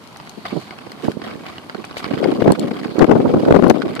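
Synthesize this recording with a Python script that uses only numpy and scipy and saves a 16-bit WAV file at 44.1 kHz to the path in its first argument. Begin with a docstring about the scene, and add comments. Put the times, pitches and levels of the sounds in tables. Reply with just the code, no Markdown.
"""Grit crunches under the wheels of a pet stroller rolling over coarse asphalt in the open air.
The road shakes the frame: small metal fittings clink and loose plastic joints knock.
A narrow hiss swells twice. Wind puffs at the two microphone ports with soft thuds,
then gusts hard enough to spit and overload the recorder."""
import sys
import numpy as np
from scipy import signal
from scipy.fft import rfft, irfft, next_fast_len
from scipy.io import wavfile
from scipy.ndimage import uniform_filter1d, map_coordinates

SR = 44100
rng = np.random.default_rng(int(sys.argv[2]) if len(sys.argv) > 2 else 0)


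def master_out(mix):
    """Clip the mix to full scale and print it as 16-bit PCM to the path in sys.argv[1]."""
    frames = np.transpose(np.atleast_2d(mix))
    ceiling = np.clip(frames, -1, 1)
    pcm = np.round(ceiling * 32767).astype(np.int16)
    wavfile.write(sys.argv[1], SR, pcm)


N = 176400
T = np.arange(N) / SR

# tone of cracking grit (frequency [Hz], level [dB])
GRIT_EQ = [(300, -4), (800, 2), (2300, -6.5), (3400, -8), (4800, -11), (5800, -20), (14000, -27)]
# how hard the road shakes the wheels (time [s], level [dB])
ROLL_LEVEL = [(0, -57), (.19, -46.5), (.36, -52.5), (.445, -49), (.46, -30), (.55, -45.5), (.75, -45),
              (.98, -47.5), (1.06, -38), (1.17, -61), (1.23, -36), (1.31, -38.5), (1.38, -47),
              (1.47, -38.5), (1.66, -50), (1.72, -45.5), (1.95, -43), (1.975, -36), (2.25, -35.5),
              (2.65, -38.5), (2.82, -37.5), (2.92, -42.5), (3.3, -40.5), (4, -38.5)]
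# resonances of the frame (frequency [Hz], level [dB])
FRAME_EQ = [(60, 3.5), (200, -24), (500, -5), (720, 8), (900, -1), (1200, 6.5), (1800, -7), (2250, 0.5),
            (3400, -11), (5100, -14.5), (6000, -29), (9000, -23.5), (15000, -69)]
# stereo image of frame and air (frequency [Hz], left-right correlation [-1..1])
STEREO_IMAGE = [(100, 0.39), (400, 0.89), (1000, 0.54), (2400, -0.14), (6000, -0.057)]
# swell of the sandy rasp under the tyres (time [s], level [dB])
SAND_LEVEL = [(0, -58), (.44, -55.5), (.47, -57), (.62, -48.5), (.72, -60.5), (.98, -60.5), (1.06, -44.5),
              (1.17, -63), (1.5, -55.5), (1.955, -61), (1.975, -36.5), (2.06, -61), (2.28, -53.5),
              (2.7, -58), (3.05, -57), (3.4, -52.5), (4, -63)]
# tone of that rasp (frequency [Hz], level [dB])
SAND_EQ = [(300, -20), (900, 9), (1600, -1), (2600, 9.5), (4500, 4), (6500, 0), (10000, -5.5), (14500, -13)]
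# outdoor air bed (frequency [Hz], level [dB])
AIR_EQ = [(30, -54), (90, -0.5), (220, 3), (500, -7), (1000, -5), (2000, -18), (4500, -21), (6500, -29.5),
          (10000, -29), (14500, -36)]
# hits of the metal fittings (time [s], level [dB], main ring [Hz])
CLINKS = [(0.0743, -23.5, 5230), (0.171, -21.5, 5900), (0.2947, -17, 6370), (0.786, -26, 5200),
          (0.9183, -19.5, 5150), (1.118, -22.5, 4770), (1.8508, -20, 8500), (2.52, -4.5, 8130),
          (2.595, -8, 7470), (2.99, -14, 6300), (3.681, -18, 10800), (3.699, -1.5, 6490),
          (3.9523, -16.5, 7800)]
# modes that all fittings share (frequency [Hz], level [dB], decay by 60 dB [s])
METAL_MODES = [(4270, -3, 0.013), (7800, -18, 0.036), (8900, -20, 0.021)]
# bright attack of a clink (frequency [Hz], level [dB])
TICK_EQ = [(1500, -14), (3200, 1), (4300, -6), (5600, -2.5), (7700, -5), (10000, -4.5), (14500, -12.5)]
# hits of the plastic joints (time [s], level [dB], ring [Hz])
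KNOCKS = [(0.161, -29.5, 800), (0.2, -27.5, 950), (0.2738, -30.5, 1910), (0.4536, -22.5, 2020),
          (0.708, -24.5, 2144), (0.788, -29, 2630), (0.9187, -28.5, 1350), (1.051, -25.5, 1650),
          (1.117, -26.5, 1430), (1.2176, -24.5, 1480), (1.3113, -28.5, 2226), (1.465, -25, 2300),
          (1.5586, -35, 2240), (1.582, -25.5, 2900), (1.697, -22, 1370), (1.747, -22.5, 1520),
          (1.8427, -26.5, 2390), (1.911, -25, 1060), (1.969, -21.5, 2280), (2.0429, -15, 1380),
          (2.177, -24.5, 1390), (2.242, -16.5, 2160), (2.833, -30, 2200), (2.848, -23.5, 1440),
          (2.994, -18.5, 1430), (3.452, -22, 1530), (3.8191, -15.5, 1470), (3.881, -28, 790),
          (3.964, -21.5, 1240), (3.9944, -17.5, 2550)]
# dull attack of a knock (frequency [Hz], level [dB])
JOINT_EQ = [(300, 6), (900, 1.5), (1400, 8), (2300, -1.5), (3400, -6), (4800, -5), (6000, -21),
            (14000, -37)]
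# swells of the hiss (time [s], level [dB])
HISS_LEVEL = [(0, -68), (.35, -55), (.55, -45), (.7, -50), (.85, -59), (1.5, -62), (1.85, -58), (2.7, -62),
              (2.92, -47.5), (3.1, -57), (4, -62)]
# its narrow band (frequency [Hz], level [dB])
HISS_EQ = [(2500, -42), (3900, -11), (4400, -1.5), (4850, -14), (5700, -50)]
# wind pressure on the left port (time [s], level [dB])
GUST_LEFT = [(0, -81), (1.3, -38), (1.65, -50), (2.105, -44), (2.139, -15.5), (2.163, -40), (2.205, -22),
             (2.235, -14), (2.359, -24.5), (2.465, -10.5), (2.525, -15.5), (2.578, -45), (2.605, -18.5),
             (2.666, -21), (2.77, -34), (2.89, -30), (2.965, -44), (3.017, 0.5), (3.048, -10.5),
             (3.072, -33), (3.084, -9), (3.197, -12.5), (3.25, -23), (3.275, -17), (3.365, -12),
             (3.4, -23.5), (3.47, -15.5), (3.552, -9.5), (3.608, -13.5), (3.708, -8.5), (3.732, -19),
             (3.771, -14.5), (3.83, -27), (3.859, -21), (3.975, -40), (3.999, -18)]
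# wind pressure on the right port (time [s], level [dB])
GUST_RIGHT = [(0, -63), (1.3, -33.5), (1.65, -47.5), (2.02, -41.5), (2.115, -24.5), (2.25, -27.5),
              (2.343, -19.5), (2.435, -29), (2.492, -4), (2.55, -31.5), (2.6, -18.5), (2.698, -30.5),
              (2.941, -28), (3.01, -13), (3.065, -42), (3.08, -16), (3.233, -18), (3.316, -22),
              (3.37, -14.5), (3.452, -21), (3.472, -14.5), (3.524, -10), (3.544, -27), (3.57, -16.5),
              (3.636, -24), (3.716, -15.5), (3.736, -28.5), (3.81, -36), (3.85, -19), (3.999, -34)]
# single eddies hitting the ports (time [s], level [dB], half length [s], left minus right [dB])
EDDIES = [(0.38, -26, 0.0067, 30), (0.53, -17.5, 0.0085, -9), (0.567, -13.5, 0.011, -26),
          (0.869, -19, 0.0024, -30), (1.046, -16.5, 0.012, -16), (1.083, -7, 0.0026, -4.5),
          (1.098, -21.5, 0.0062, -2), (1.172, -16.5, 0.0033, -29), (1.27, -14.5, 0.0012, -12),
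          (1.355, -18, 0.0016, -11), (1.75, -18, 0.0043, -21), (1.789, -24, 0.011, -17),
          (2.067, -14.5, 0.0021, -25), (2.113, -11, .003, -15), (2.173, -13.5, 0.0015, -19),
          (2.229, -10.5, 0.002, 17), (2.287, -8, 0.006, 25), (2.423, -7, 0.0013, 13),
          (2.461, -4.5, 0.0019, 19), (2.506, -1, 0.0026, -19), (2.522, -7, 0.0022, 8),
          (2.713, -9, 0.0026, 24), (2.857, -13, 0.0029, -28), (2.984, -4.5, 0.0021, -10.5),
          (3.023, 2, 0.0035, 17), (3.044, 1, 0.0013, 25), (3.113, 3.5, 0.0028, 24),
          (3.256, -5.5, 0.0069, -14), (3.293, -10, 0.0034, -10), (3.346, 0.5, 0.0015, -11.5),
          (3.509, 0, 0.0024, 1), (3.525, 5, 0.0014, 8), (3.552, 4.5, 0.0016, 18), (3.564, 1, 0.0043, 26),
          (3.625, 0.5, 0.0015, 15), (3.639, -0.5, 0.005, 19), (3.667, 2, 0.0024, 24),
          (3.703, 6.5, 0.0027, 29)]
# low body of the wind (frequency [Hz], level [dB])
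BUFFET_EQ = [(25, -57), (60, -33), (120, -9), (220, -1.5), (400, -4), (550, -8), (800, -18.5), (1200, -39),
             (2000, -64), (5000, -85)]
# finer turbulence of hard gusts (frequency [Hz], level [dB])
WHIRL_EQ = [(150, -25), (350, 3), (600, 0), (950, -6), (1500, -17), (2500, -50), (6000, -88)]
# spit of a port under the hardest pushes (frequency [Hz], level [dB])
CRACKLE_EQ = [(1000, 10), (3500, -1), (14000, -26)]

CONTACT_RISE_S = 0.00013


def amp(db):
    """Gain of a level in dB."""
    return 10 ** (np.asarray(db) / 20)


def unit(x):
    """Scale to rms 1."""
    return x / np.sqrt(np.mean(x ** 2) + 1e-20)


def even(x, seconds):
    """Ride the gain to hold rms near 1 over stretches of this length."""
    power = uniform_filter1d(x ** 2, int(seconds * SR), axis=-1)
    return x / np.sqrt(np.abs(power) + 1e-9)


def along(points, hz):
    """Read (Hz, value) points on a log frequency axis."""
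    freqs, values = np.transpose(points)
    return np.interp(np.log(hz + 1), np.log(freqs + 1), values)


def curve(rows):
    """An envelope through (s, value) points."""
    return np.interp(T, *np.transpose(rows))


def wobble(rate):
    """A smooth random curve, rate knots a second."""
    return map_coordinates(rng.standard_normal(4096), [T * rate], mode="wrap")


def filtered(x, response):
    """Filter x by a gain that depends on frequency."""
    size = next_fast_len(N + SR // 2)
    return irfft(rfft(x, size) * response(np.fft.rfftfreq(size, 1 / SR)), size)[..., :N]


def coloured(x, eq):
    """Run x through a (Hz, dB) curve."""
    return filtered(x, lambda hz: amp(along(eq, hz)))


def noise(eq, image=((100, 0),)):
    """Coloured stereo noise of rms 1; image sets the left-right correlation."""
    def mid_side_gains(hz):
        angle = np.arccos(along(image, hz)) / 2
        return amp(along(eq, hz)) * [np.cos(angle), np.sin(angle)]
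    mid, side = filtered(rng.standard_normal((2, N)), mid_side_gains)
    return unit(np.array([mid + side, mid - side]))


def pan(db):
    """Gains for left minus right in dB; the nearer side keeps full level."""
    return amp(np.minimum([[db], [-db]], 0))


def fade(t, t60):
    """A decay of 60 dB in t60 seconds."""
    return np.exp(-np.log(1000) * t / t60)


def burst(t, t60):
    """Decaying stereo white noise."""
    return rng.standard_normal((2, len(t))) * fade(t, t60)


def attack(t):
    """The quick rise of a contact."""
    return 1 - np.exp(-t / CONTACT_RISE_S)


def ring(t, hz, t60):
    """A damped mode, with its own phase at each port."""
    return np.sin(2 * np.pi * (hz * t + rng.random((2, 1)))) * fade(t, t60) * attack(t)


def add(out, start, sound):
    """Mix a sound in at start seconds."""
    part = out[:, round(start * SR):][:, :sound.shape[1]]
    part += sound[:, :part.shape[1]]


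def grit(stones_per_s=170, centre_hz=2320, spread_octaves=0.804, t60=0.014):
    """Stones crack drily under the tyres at random, each with its own pitch."""
    stones, t = np.zeros((2, N)), T[:SR // 40]
    for start in rng.uniform(0, N / SR, stones_per_s * N // SR):
        hz = centre_hz * 2 ** (spread_octaves * rng.standard_normal())
        crack = attack(t) * burst(t, t60)
        add(stones, start, crack + amp(-1.5) * ring(t, hz, t60))
    return even(coloured(stones, GRIT_EQ), seconds=0.11)


def wheels():
    """The road rattles the frame unevenly; grit crunches and sand rasps on top."""
    rattle = even(amp(8.3 * wobble(rate=91)) * noise(FRAME_EQ, STEREO_IMAGE), seconds=0.098)
    rasp = unit(amp(3.5 * wobble(rate=450)) * noise(SAND_EQ))
    roll = amp(curve(ROLL_LEVEL)) * (amp(-1) * grit() + amp(0.5) * rattle)
    return roll + amp(curve(SAND_LEVEL) + 4) * rasp * pan(db=0.5)


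def air():
    """A quiet, steady bed of outdoor air."""
    return amp(-41.5) * noise(AIR_EQ, STEREO_IMAGE)


def clinks():
    """Small metal fittings touch on the left: a bright tick and a few short modes."""
    ticks, rings, t = np.zeros((2, N)), np.zeros((2, N)), T[:SR // 12]
    for start, db, main_hz in CLINKS:
        modes = sum(amp(level) * ring(t, hz, t60) for hz, level, t60 in METAL_MODES)
        add(rings, start, amp(db) * (modes + ring(t, main_hz, t60=0.0063)))
        add(ticks, start, amp(db) * burst(t, t60=0.013))
    return pan(db=12) * (amp(-8) * rings + amp(-5.5) * coloured(ticks, TICK_EQ))


def knocks():
    """Loose plastic joints hit: a short dull burst and the joint's own ring."""
    bursts, rings, t = np.zeros((2, N)), np.zeros((2, N)), T[:SR // 12]
    for start, db, hz in KNOCKS:
        add(bursts, start, amp(db) * burst(t, t60=0.017))
        add(rings, start, amp(db) * ring(t, hz, t60=0.019))
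    return amp(5.5) * coloured(bursts, JOINT_EQ) + amp(0.5) * rings


def hiss():
    """A narrow hiss near 4.4 kHz swells twice, with a slight flutter."""
    return amp(curve(HISS_LEVEL) + 1.7 * wobble(rate=30.8)) * noise(HISS_EQ) * pan(db=2.5)


def eddy(t, half_s, skew=0.33):
    """One eddy's push on a port: a bell curve that rises faster than it falls."""
    width = half_s * (1 + skew * np.sign(t))
    return np.exp(-(t / width) ** 2 / 2)


def wind_pressure(flutter_db=4.5, flutter_per_s=150, ceiling_db=6.5):
    """Fluttering gusts press on each port, with single eddies on top."""
    gusts = amp(np.array([curve(GUST_LEFT), curve(GUST_RIGHT)]) + 2.5)
    swing = np.array([wobble(flutter_per_s), wobble(flutter_per_s)])
    flutter = even(amp(flutter_db * swing), seconds=0.053)
    eddies = sum(amp(db) * pan(side) * eddy(T - time, half_s) for time, db, half_s, side in EDDIES)
    return np.minimum(np.hypot(gusts * flutter, eddies), amp(ceiling_db))


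def wind(thud_hz=275, thud_octaves=0.81, half_open_db=-22):
    """Wind buffets the ports: gentle puffs thud in a narrow band, hard ones open up, whirl and spit."""
    pressure = wind_pressure()
    drive = np.minimum(pressure, 1)
    whirl = amp(-4) * drive ** 0.75 * noise(WHIRL_EQ)
    crackle = amp(-31) * drive ** 2.63 * noise(CRACKLE_EQ)
    buffet = even(noise(BUFFET_EQ), seconds=0.0161)
    thud_band = lambda hz: np.exp(-(np.log2((hz + 1) / thud_hz) / thud_octaves) ** 2 / 2)
    thud = unit(filtered(buffet, thud_band))
    opened = pressure / (pressure + amp(half_open_db))  # crossfade from thud to full buffet
    return pressure * (opened * buffet + (1 - opened) * thud + whirl) + crackle


def street_scatter(x):
    """Road and kerb throw back a very short reverb tail."""
    tail = burst(T[:SR // 3], t60=0.05)
    return signal.fftconvolve(x, tail / np.linalg.norm(tail[0]), axes=1)[:, :N]


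def scene():
    """The stroller and its reflections, mixed with air, hiss and the wind at the ports."""
    stroller = wheels() + clinks() + knocks()
    return stroller + amp(-10) * street_scatter(stroller) + air() + hiss() + wind()


def record(dry, low_cut_hz=77, clip_level=0.96, top_hz=14900):
    """The recorder thins the deep bass, clips just under full scale and cuts off the top treble."""
    low_cut = signal.butter(3, low_cut_hz, "highpass", fs=SR, output="sos")
    clipped = np.clip(signal.sosfilt(low_cut, dry), -clip_level, clip_level)
    return filtered(clipped, lambda hz: hz < top_hz)


dry = scene()
out = record(dry)
master_out(out)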